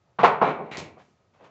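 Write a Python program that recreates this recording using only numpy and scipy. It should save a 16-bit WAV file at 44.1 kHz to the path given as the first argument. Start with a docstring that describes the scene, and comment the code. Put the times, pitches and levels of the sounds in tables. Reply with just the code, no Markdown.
"""A carpeted office, heard from one spot on the floor through a single microphone, over quiet ventilation.
A wooden dolly is lowered under a tall wooden cabinet and knocks against it: three hollow blows boom in
the box, ring its panels and shake the casters. The wheels land with soft thumps and a steel click,
then the dolly scuffs over the carpet as it is nudged into place."""
import sys
import numpy as np
from scipy import signal
from scipy.io import wavfile

SR = 44100
rng = np.random.default_rng(int(sys.argv[2]) if len(sys.argv) > 2 else 0)


def wav_record(signal):
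    """Record a signal, one row per channel, as 16-bit PCM in the file named by sys.argv[1]."""
    frames = np.transpose(np.atleast_2d(signal))
    bounded = np.clip(frames, -1, 1)
    # unit amplitude maps onto the largest positive 16-bit level
    quanta = np.round(bounded * 32767).astype(np.int16)
    wavfile.write(sys.argv[1], SR, quanta)


N = 66150

# Tone colours of ventilation, carpet friction, wood on wood, a landing wheel, loose parts and steel.
# Each row: frequency in Hz, relative level in dB.
AIR_COLOUR = [(25, -16.5), (60, -2.5), (130, 4.5), (220, -6), (550, -10), (1200, -15), (2000, -19.5),
              (4000, -24), (7500, -28)]
CARPET_COLOUR = [(40, -19.5), (140, 0), (260, -2.5), (550, 4.5), (1100, -2), (1700, -10.5), (2600, -15),
                 (4000, -25), (7500, -37.5)]
WOOD_COLOUR = [(35, -50), (80, -24.5), (120, -16), (160, -2), (215, -9), (300, -16.5), (430, -2), (530, -5),
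               (720, 1.5), (1150, 0), (1650, -11.5), (2400, -16), (4000, -29.5), (7500, -52)]
THUMP_COLOUR = [(35, -36), (78, -5.5), (105, -5.5), (135, 0), (220, -3), (420, -2), (800, -20.5),
                (2000, -32.5), (7000, -60)]
RATTLE_COLOUR = [(100, -23.5), (400, -0.5), (900, -2.5), (1650, -6), (2000, -1.5), (2300, 2), (2700, -5),
                 (3200, -12), (4000, -10.5), (4700, -22), (7500, -25)]
STEEL_COLOUR = [(300, -2.5), (1500, -4.5), (3000, -4), (4500, -0.5), (7500, -8.5)]
# The office's reverberation. Each row: frequency in Hz, seconds to fall 60 dB.
ROOM_DECAY = [(70, .6), (200, .54), (500, .48), (1000, .47), (2200, .42), (4000, .28), (7500, .25)]
# Pushes over the carpet. Each row: start, rise and fall in seconds, level in dB, tilt in dB per octave.
CARPET_SCUFFS = [(.03, 0.053, 0.14, -69.5, -0.5), (0.974, 0.029, 0.038, -52, 3),
                 (1.0, .03, 0.19, -69, 13.5), (1.1, .1, .2, -72, -1.5), (1.329, 0.014, 0.11, -62.5, 3),
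                 (1.385, 0.035, 0.13, -51.5, -0.5), (1.435, 0.012, 0.058, -53.5, 4)]
# Dolly against cabinet. Each row: start in seconds, level in dB, tilt in dB per octave,
# then boom, panel ring and room in dB, attack in seconds.
WOOD_BLOWS = [(0.1865, 2.5, 0.5, 9, -3, 2.5, 0.0023), (0.2015, -7.5, 3.5, 12, -15.5, 5, 0.00054),
              (0.2328, 18, -2, -10.5, -5, -6.5, 0.0014), (0.2461, 12, 2.5, -1.5, -8.5, -2.5, 0.00033),
              (0.4110, -4, 0, 6.5, 5.5, 9.5, 0.0022), (0.4159, 11, -4.5, -4.5, -4.5, -6.5, 0.00031),
              (0.4250, 2.5, 1, 2.5, -2.5, -4.5, 0.00037), (0.4640, -15, -2, 6.5, 8, 11, 0.0077),
              (0.589, -14.5, -11, -18, 12, 8.5, 0.0049), (0.7658, -14.5, -7.5, -8.5, 4.5, 2.5, 0.00084),
              (0.9666, -22, -7, -8, -11, -10, .003)]
# First reflections off floor, cabinet and wall. Each row: delay at the microphone in seconds, gain.
EARLY_ECHOES = [(.0029, 0.22), (.0060, 0.46), (0.0096, 0.31), (0.014, 0.64)]
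# Modes of the cabinet's panels. Each row: frequency in Hz, relative level in dB.
PANEL_MODES = [(153, -7), (178, -9), (214, -6), (398, -7), (439, -5), (616, -2), (694, 0), (772, -1),
               (877, -1), (914, -2), (1027, 0), (1072, 3), (1322, -4), (1392, -2), (1484, -4), (1869, -11)]
# Wheels landing on carpet. Each row: start in seconds, level in dB.
WHEEL_LANDINGS = [(0.207, -14), (0.716, -16.5), (.78, -11.5), (0.826, -16.5), (1.017, -33)]
# Loose dolly parts. Each row: start and length in seconds, level in dB, tilt in dB per octave.
DOLLY_RATTLES = [(0.232, 0.055, -33, 0), (0.443, .075, -28.5, -6), (.55, 0.16, -51.5, -6.5),
                 (.712, 0.054, -39.5, 0.5), (.774, 0.03, -38.5, 10.5)]

PIVOT_HZ, EDGE_HZ = 890, 7650  # tilts turn about the pivot; the treble ends at the edge
ROOM_RISE_S = 0.0049


def amp(db):
    """Decibels to gain."""
    return 10 ** (np.asarray(db) / 20)


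def unit(x):
    """Scales to an energy of one."""
    return x / np.sqrt(np.sum(x ** 2) + 1e-20)


def read(points, hz):
    """Reads a table on a log-frequency axis."""
    f, value = np.transpose(points)
    return np.interp(np.log(hz + 1), np.log(f + 1), value)


def add(mix, start_s, sound):
    """Mixes a sound in at a time."""
    part = mix[max(round(start_s * SR), 0):][:len(sound)]
    part += sound[:len(part)]


def cavity(hz, centre_hz=163, width_octaves=.5):
    """Weight 0-1 of the cabinet's low cavity resonance, its boom."""
    return np.exp(-(np.log2((hz + 1) / centre_hz) / width_octaves) ** 2)


def pulse(colour, tilt_db=0, boom_db=0, size=8192):
    """A causal pulse of unit energy with the given colour, tilt and low boom."""
    hz = abs(np.fft.fftfreq(size, 1 / SR))
    octaves = np.log2(np.clip(hz, PIVOT_HZ / 2, EDGE_HZ) / PIVOT_HZ)
    db = read(colour, hz) + tilt_db * octaves + boom_db * cavity(hz)
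    minimum_phase = np.exp(np.conj(signal.hilbert(np.log(amp(db)))))
    return unit(np.fft.ifft(minimum_phase).real[:size // 2])


def tail(decays, rise_s):
    """Dense reflections with an even spectrum, each band dying at its own speed."""
    hz, t, bands = signal.stft(rng.standard_normal(SR), SR, nperseg=512)
    for _ in range(4):  # even out the noise's peaks and dips
        even = signal.istft(bands / (abs(bands) + 1e-12), SR, nperseg=512)[1]
        bands = signal.stft(even, SR, nperseg=512)[2]
    fade = amp(-60 * t / read(decays, hz)[:, None])
    reflections = signal.istft(bands * fade, SR, nperseg=512)[1][:SR]
    return unit(reflections * (1 - np.exp(-np.arange(SR) / SR / rise_s)))


def in_room(sound, room_db):
    """The direct sound reaches the microphone, then the office's reverberation."""
    response = amp(room_db) * tail(ROOM_DECAY, ROOM_RISE_S)
    response[0] += 1
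    return signal.fftconvolve(sound, response)


def grains(count, per_s, spread_db):
    """Random tiny impacts of uneven strength, rms one."""
    hits = (rng.random(count) < per_s / SR) * rng.choice([-1, 1], count)
    strength = amp(spread_db * rng.standard_normal(count))
    return unit(hits * strength) * np.sqrt(count)


def ventilation(air_db=-68.5, whine_db=-81.5, whine_hz=1262):
    """Room tone: a low rush of air with a faint whine."""
    air = signal.fftconvolve(rng.standard_normal(N + SR), pulse(AIR_COLOUR))[SR:SR + N]
    whine = np.sin(2 * np.pi * whine_hz * np.arange(N) / SR)
    return amp(air_db) * air + amp(whine_db) * whine


def carpet_scuff(rise_s, fall_s, db, tilt_db):
    """Fine friction grains that swell and fade with one push."""
    t = np.arange(0, rise_s + fall_s, 1 / SR)
    push = np.interp(t, [0, rise_s, rise_s + fall_s], [0, 1, 0])
    rub = push * grains(len(t), per_s=3100, spread_db=-1)
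    return amp(db) * in_room(signal.fftconvolve(rub, pulse(CARPET_COLOUR, tilt_db)), room_db=-9.5)


def cabinet_blow(db, tilt_db, boom_db, ring_db, room_db, attack_s):
    """A contact pulse, its reflections, the short hollow boom of the box and the ring of its panels."""
    t = np.arange(SR) / SR
    early = np.zeros(SR)
    early[0] = 1
    for delay_s, gain in EARLY_ECHOES:
        early[round(delay_s * SR)] += gain
    box = amp(-1) * tail([(PIVOT_HZ, 0.11)], rise_s=.002)  # all bands fall 60 dB in 0.11 s
    room = amp(room_db) * tail(ROOM_DECAY, ROOM_RISE_S)
    knock = signal.fftconvolve(unit(early) + box + room, pulse(WOOD_COLOUR, tilt_db, boom_db))[:SR]
    panels = amp(ring_db) * panel_ring(t, tilt_db, boom_db)
    return amp(db) * (1 - np.exp(-t / attack_s)) * (knock + panels)


def panel_ring(t, tilt_db, boom_db, pivot_t60_s=0.45, rise_s=.003):
    """Struck panels ring as dying sine waves, the higher modes fading sooner."""
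    ring = np.zeros(len(t))
    for hz, mode_db in PANEL_MODES:
        db = mode_db + (1.5 + tilt_db) * np.log2(hz / PIVOT_HZ) + boom_db * cavity(hz)
        t60_s = pivot_t60_s * (hz / PIVOT_HZ) ** -0.18
        ring += amp(db - 60 * t / t60_s) * np.sin(2 * np.pi * (hz * t + rng.random()))
    return unit(ring) * (1 - np.exp(-t / rise_s))


def wheel_thump(db):
    """A wheel lands on the carpet with one soft, low pulse."""
    return amp(db) * in_room(pulse(THUMP_COLOUR), room_db=-0.5)


def dolly_rattle(length_s, db, tilt_db):
    """A burst of small impacts in the dolly's frame and wheels."""
    hits = grains(int(length_s * SR), per_s=1400, spread_db=3)
    return amp(db) * in_room(signal.fftconvolve(hits, pulse(RATTLE_COLOUR, tilt_db)), room_db=-4)


def caster_click(db=-10.5, t60_s=.01):
    """A steel swivel snaps against its stop, and the room answers with equal energy."""
    snap = tail([(PIVOT_HZ, t60_s)], rise_s=.0001)
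    room = tail(ROOM_DECAY, ROOM_RISE_S)
    return amp(db) * signal.fftconvolve(snap + room, pulse(STEEL_COLOUR))


def scene():
    """All sources as they reach the microphone's spot on the floor."""
    mix = ventilation()
    for start_s, *blow in WOOD_BLOWS:
        add(mix, start_s, cabinet_blow(*blow))
    add(mix, start_s=.771, sound=caster_click())
    for start_s, db in WHEEL_LANDINGS:
        add(mix, start_s, wheel_thump(db))
    for start_s, *rattle in DOLLY_RATTLES:
        add(mix, start_s, dolly_rattle(*rattle))
    for start_s, *scuff in CARPET_SCUFFS:
        add(mix, start_s, carpet_scuff(*scuff))
    return mix[None]


def record(dry, low_cut_hz=60):
    """The microphone chain rounds peaks near full scale, thins the deep bass and cuts the top treble."""
    rounded = dry / (1 + dry ** 6) ** (1 / 6)
    thinned = signal.sosfilt(signal.butter(3, low_cut_hz, "high", fs=SR, output="sos"), rounded)
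    treble_cut = signal.firwin(101, EDGE_HZ, window=("kaiser", 8), fs=SR)
    return signal.oaconvolve(thinned, treble_cut[None], "same")


dry = scene()
out = record(dry)
wav_record(out)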